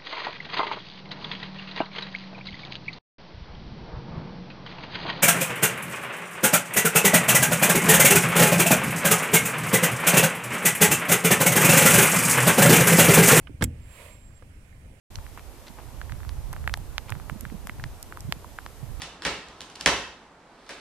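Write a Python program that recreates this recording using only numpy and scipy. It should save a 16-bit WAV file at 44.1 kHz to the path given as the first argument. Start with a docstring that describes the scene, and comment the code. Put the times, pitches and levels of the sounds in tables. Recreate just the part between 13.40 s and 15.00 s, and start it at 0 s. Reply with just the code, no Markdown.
"""A plastic part clacks and a metal catch snaps as a hand tool levers the part loose in a parked car.
Each impact excites damped normal modes and a burst of contact noise. The panel behind gives softly,
then thumps in its low modes; absorption in the padded cabin makes the reverberation brief.
Sliding friction makes the sleeve swish as the arm draws back. Light taps, a thin high whine,
a low rumble and a soft hiss lie around it."""
import sys
import numpy as np
from scipy import signal
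from scipy.fft import rfft, irfft
from scipy.io import wavfile
from scipy.ndimage import uniform_filter1d

SR = 44100
rng = np.random.default_rng(int(sys.argv[2]) if len(sys.argv) > 2 else 0)


def log_audio(samples):
    """Write samples as a 16-bit WAV file to the path given in sys.argv[1]."""
    # one column per channel
    frames = np.atleast_2d(samples).T
    # limit to full scale, then quantise
    limited = np.clip(frames, -1, 1)
    pcm = np.round(limited * 32767).astype(np.int16)
    wavfile.write(sys.argv[1], SR, pcm)


N = 70560
RING_T = np.arange(SR // 2) / SR  # time since an impact, t/s
ONSET_S = 0.0005  # rise time constant of clacks and taps

# impacts on the plastic part: t/s, level/dB, treble gain/dB, mode frequency ratio
CLACKS = [(.2100, -20.5, -12, 0.904), (0.2144, -18, -20, 0.73), (.2226, -3, -10, 1.0),
          (.2246, -7, -4.5, 1.1), (.2265, -14, -17, 1.07)]
# modes of the plastic part: f/Hz, left level/dB, right level/dB, T60/s
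PLASTIC_MODES = [(663, -29, -33, 0.023), (850, -39, -44, 0.013), (1150, -28, -23, 0.015),
                 (1518, -24, -10.5, 0.024), (1820, -46, -20, 0.031), (3140, -22, -21, 0.012),
                 (3480, -13.5, -14, 0.011), (5570, -19, -17, .012), (9530, -35, -19, 0.017),
                 (10700, -15, -39, 0.011)]
# its contact noise spectrum: f/Hz, left level/dB, right level/dB
CLACK_NOISE = [(202, 7.5, 15), (795, 8.5, 8.5), (1630, 5, 15.5), (3150, -17, 4), (4370, -7, 6.5),
               (7060, -2, 4.5), (9750, -3, 10), (13500, -9, -12), (16000, -16, -35)]


def clack(db, treble_db, pitch, treble_hz=4150):
    """Impact excitation: the plastic rings in heavily damped modes; gentle knocks are duller."""
    hit = modal_ring(PLASTIC_MODES, pitch) + amp(-15) * contact_noise(CLACK_NOISE, t60=0.026)
    hit *= 1 - np.exp(-RING_T / ONSET_S)
    dull = signal.sosfilt(signal.butter(2, treble_hz, fs=SR, output="sos"), hit)
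    return amp(db) * (dull + amp(treble_db) * (hit - dull))


# impacts of the metal catch: t/s, level/dB
SNAPS = [(0.235, -9.5), (0.2401, 0), (.2409, -4), (0.2425, -9)]
# modes of the catch: f/Hz, left level/dB, right level/dB, T60/s
METAL_MODES = [(2150, -42, -26.5, 0.026), (2490, -42, -31.5, 0.026), (3250, -31, -27, .022),
               (5200, -48, -33, 0.015), (7270, -33, -18, 0.014), (7550, -29, -17, 0.018),
               (8230, -36, -26, 0.011), (10350, -33, -22.5, 0.017), (11850, -38, -28, 0.02),
               (13470, -22, -28, 0.0093)]
# its contact noise spectrum: f/Hz, left level/dB, right level/dB
SNAP_NOISE = [(300, -5, 7), (1610, -7, -2), (2400, -8, 6), (4160, -9, -7.5), (6540, -17, 2.5),
              (7820, 2, 11.5), (8800, -7, 2), (13900, -1, -6), (16000, -10, -8)]


def snap(db):
    """Free vibration: the metal catch springs against its stop and rings in high modes."""
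    return amp(db) * (modal_ring(METAL_MODES) + amp(-20.5) * contact_noise(SNAP_NOISE, t60=0.02))


# pushes on the panel: t/s, level/dB, contact time/s
PUSHES = [(0.109, -19, 0.005), (.142, -9.5, 0.0069), (.2105, -8.5, 0.0016), (0.2172, -5, 0.0026),
          (0.2219, -10, 0.0011), (0.228, 1, 0.0018), (0.2515, 0, 0.00317), (.2765, -6.5, 0.0034),
          (.388, -10, 0.011), (.445, -10.5, 0.0083), (1.0232, -31, 0.00091), (1.18, -15, 0.009)]
# modes of the panel: f/Hz, level/dB, T60/s
PANEL_MODES = [(81.6, -33.5, 0.31), (107, -20.5, 0.075), (147, -23, 0.1), (189.4, -29, 0.167),
               (252.1, -20.5, 0.069), (304.4, -24.5, 0.085), (490, -19.5, 0.048), (670, -52, 0.06)]


def thump(db, contact_s):
    """Forced response: a half-sine force pulse is convolved with the panel's impulse response."""
    force = np.sin(np.pi * np.minimum(RING_T / contact_s, 1))
    response = sum(amp(level) * damped_mode(hz, t60) for hz, level, t60 in PANEL_MODES)
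    radiation = signal.butter(2, 46, "high", fs=SR, output="sos")  # slow motion radiates little
    response = signal.sosfilt(radiation, response)
    return -amp(db) * signal.fftconvolve(response, force / force.sum())[:len(RING_T)]


# reverberation of the cabin: f/Hz, T60/s, level/dB
CABIN_DECAY = [(60, .45, -7), (170, .33, -8), (300, .3, -15), (490, .9, -10), (680, .11, -17),
               (2500, .09, -18), (8000, .06, -20), (16000, .055, -19)]


def cabin(sound):
    """Reverberation: padding absorbs the treble quickly, while the bass lingers."""
    hz, t, bands = signal.stft(rng.standard_normal((2, SR)), SR, nperseg=256)
    bands[1, :3] = bands[0, :3]  # the bass is alike on both sides
    t60 = read(CABIN_DECAY, hz)[:, None]
    equal_energy = np.sqrt(2 * np.log(1000) / (t60 * SR))
    bands *= amp(read(CABIN_DECAY, hz, column=2))[:, None] * decay(t60, t) * equal_energy
    response = signal.istft(bands, SR, nperseg=256)[1]
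    return signal.fftconvolve(sound, response, axes=1)[:, :N]


# friction spectrum of the sleeve: f/Hz, left level/dB, right level/dB
SLEEVE_SPECTRUM = [(152, -20, -17), (370, -8.5, -8.5), (566, -1.5, 6), (856, -20, -9.5), (926, -4.5, 1),
                   (1380, -14, -6.5), (1737, -22, -4.5), (2300, -7, 2.5), (2900, -13, -4.5),
                   (4300, -22.5, -11.5), (5660, -20.5, -21), (8350, -18.5, -6.5), (11500, -16.5, -12.5),
                   (15500, -23, -24)]


def sleeve(peak_s=0.63, rise_s=0.12, fall_s=0.095):
    """Friction noise: the swish of sliding cloth grows in proportion to the arm's speed."""
    hz, t = np.fft.rfftfreq(N, 1 / SR), np.arange(N) / SR - peak_s
    shared, own = rfft(rng.standard_normal(N)), rfft(rng.standard_normal((2, N)))
    correlation = 1 / (1 + (hz / 2000) ** 2)
    spectrum = np.sqrt(correlation) * shared + np.sqrt(1 - correlation) * own
    swish = unit(irfft(spectrum * stereo_gains(SLEEVE_SPECTRUM, hz), N))
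    speed = 1 / np.cosh(np.sqrt(2) * t / np.where(t < 0, rise_s, fall_s))
    return amp(-48) * speed * swish


# light taps among the parts: t/s, right level/dB, centre f/Hz, bandwidth/octaves, T60/s
TAPS = [(.0705, -36, 2500, .7, .025), (.0728, -33, 1400, .45, .028), (.0955, -32, 300, .35, .07),
        (.905, -50, 1000, 1.2, .025), (1.0232, -39, 800, 2.3, .02), (1.327, -52, 2000, .3, .025)]


def tap(db, hz, octaves, t60, left_db=-13):
    """Band-limited transient: a light touch on a small part gives a short rattle in one band."""
    edges = np.clip([hz / 2 ** (octaves / 2), hz * 2 ** (octaves / 2)], 20, SR / 2 - 1)
    bandpass = signal.butter(3, edges, "band", fs=SR, output="sos")
    rattle = signal.sosfilt(bandpass, rng.standard_normal(SR))[-len(RING_T):]
    envelope = decay(t60) * (1 - np.exp(-RING_T / ONSET_S))
    return amp([[db + left_db], [db]]) * unit(rattle) * envelope


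# envelope of the whine: t/s, level/dB before the left and right gains
WHINE_ENVELOPE = [(.40, -93), (.42, -66), (.48, -73), (.525, -59.5), (.61, -71), (.68, -70), (.735, -58.5),
                  (.78, -70), (.87, -63.5), (.93, -75), (.975, -60.5), (1.01, -87), (1.2, -80),
                  (1.27, -101)]


def whine(centre_hz=7522, waver_hz=12.5, left_db=-12.5, right_db=5.5):
    """Frequency and amplitude modulation: a thin high tone wavers, pulses and fades."""
    hz = centre_hz + waver_hz * drift(N, size=700)
    tone = np.sqrt(2) * np.sin(2 * np.pi * np.cumsum(hz) / SR)
    db = np.interp(np.arange(N) / SR, *np.transpose(WHINE_ENVELOPE), left=-np.inf, right=-np.inf)
    return amp([[left_db], [right_db]]) * amp(db) * tone


# spectral density of the background: f/Hz, relative level/dB
FLOOR_SPECTRUM = [(12, -21), (25, -2.5), (60, 1), (100, -4), (190, -16), (290, -19), (360, -25.5),
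                  (520, -25.5), (1250, -36), (2350, -31.5), (3900, -44.5), (6700, -44.5), (8700, -40),
                  (14700, -53), (16000, -56)]
# its balance: f/Hz, left level re right/dB
FLOOR_BALANCE = [(60, -0.5), (120, -0.5), (240, -0.5), (480, -2.0), (950, -4.5), (1890, -13.0),
                 (3770, -9.5), (7520, -9.5), (15000, -3.5)]
# likeness of its two sides: f/Hz, correlation coefficient
FLOOR_CORRELATION = [(60, 0.96), (150, 1), (380, 0.75), (950, 0.19), (2380, -0.26), (5980, 0.094),
                     (15000, -0.18)]


def background(swell_db=1.2, rumble_hz=216, flicker_db=1.5):
    """Partially coherent noise: an unevenly swelling rumble under a hiss stronger on the right."""
    hz, frames = np.fft.rfftfreq(1024, 1 / SR), N // 256 + 5
    a, b, c, d, flicker = rng.standard_normal((frames, len(hz), 5)).T
    shared, own = a + 1j * b, c + 1j * d
    correlation = np.clip(read(FLOOR_CORRELATION, hz), -1, 1)[:, None]
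    left = amp(read(FLOOR_BALANCE, hz))[:, None]
    bands = np.array([left * shared, correlation * shared + np.sqrt(1 - correlation ** 2) * own])
    bands *= 2 / np.sqrt(1 + left ** 2 + 2 * correlation * left)  # the mean of both sides stays flat
    flicker = uniform_filter1d(flicker, size=10, axis=0)  # smooth over frequency
    flicker = unit(uniform_filter1d(flicker, size=14, axis=1))  # and over time
    swell = swell_db * drift(frames, size=12) / (1 + (hz[:, None] / rumble_hz) ** 2)
    bands *= amp(read(FLOOR_SPECTRUM, hz)[:, None] + flicker_db * flicker + swell)
    return amp(-47) * unit(signal.istft(bands, nperseg=1024, noverlap=768)[1][:, :N])


def modal_ring(modes, pitch=1, scatter=0.004):
    """Modal superposition: each blow gives every mode a slight detuning and a random sign per side."""
    sound = np.zeros((2, len(RING_T)))
    for hz, left_db, right_db, t60 in modes:
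        polarity = np.sign(rng.standard_normal((2, 1)))
        detuning = 1 + scatter * rng.standard_normal()
        sound += polarity * amp([[left_db], [right_db]]) * damped_mode(hz * pitch * detuning, t60)
    return sound


def contact_noise(spectrum, t60):
    """Broadband transient: a contact gives a dying noise burst, partly shared by both sides."""
    n = len(RING_T)
    white = rng.standard_normal(n) + 0.5 * rng.standard_normal((2, n))
    gains = stereo_gains(spectrum, np.fft.rfftfreq(n, 1 / SR))
    return irfft(rfft(white) * gains, n) * decay(t60)


def damped_mode(hz, t60):
    """Impulse response of a damped harmonic oscillator."""
    return np.sin(2 * np.pi * hz * RING_T) * decay(t60)


def decay(t60, t=RING_T):
    """Exponential decay by 60 dB in t60 seconds."""
    return np.exp(-np.log(1000) * t / t60)


def drift(length, size):
    """Low-pass noise: a slow wander of rms 1, smoothed over size steps."""
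    return unit(uniform_filter1d(uniform_filter1d(rng.standard_normal(length), size), size))


def stereo_gains(spectrum, hz):
    """Left and right magnitude responses from a table of levels."""
    return amp([read(spectrum, hz, column=1), read(spectrum, hz, column=2)])


def read(table, hz, column=1):
    """Interpolation of one column over log frequency."""
    rows = np.array(table, float)
    return np.interp(np.log(hz + 1), np.log(rows[:, 0] + 1), rows[:, column])


def amp(db):
    """Amplitude ratio of a level in decibels."""
    return 10 ** (np.asarray(db) / 20)


def unit(x):
    """Normalisation to rms 1."""
    return x / np.sqrt(np.mean(x ** 2) + 1e-20)


def scene():
    """Linear superposition: the impacts and their reverberation add to the swish, noise and whine."""
    hits = np.zeros((2, N))
    for source, events in ((clack, CLACKS), (snap, SNAPS), (thump, PUSHES), (tap, TAPS)):
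        for start_s, *settings in events:
            span = hits[:, round(start_s * SR):][:, :len(RING_T)]
            span += source(*settings)[..., :span.shape[1]]
    return hits + cabin(hits) + sleeve() + background() + whine()


def record(dry):
    """Band limiting: a linear-phase low-pass filter cuts off at 16.2 kHz."""
    lowpass = signal.firwin(511, 16200, window=("kaiser", 9), fs=SR)
    return signal.oaconvolve(dry, lowpass[None], "same")


dry = scene()
out = record(dry)
log_audio(out)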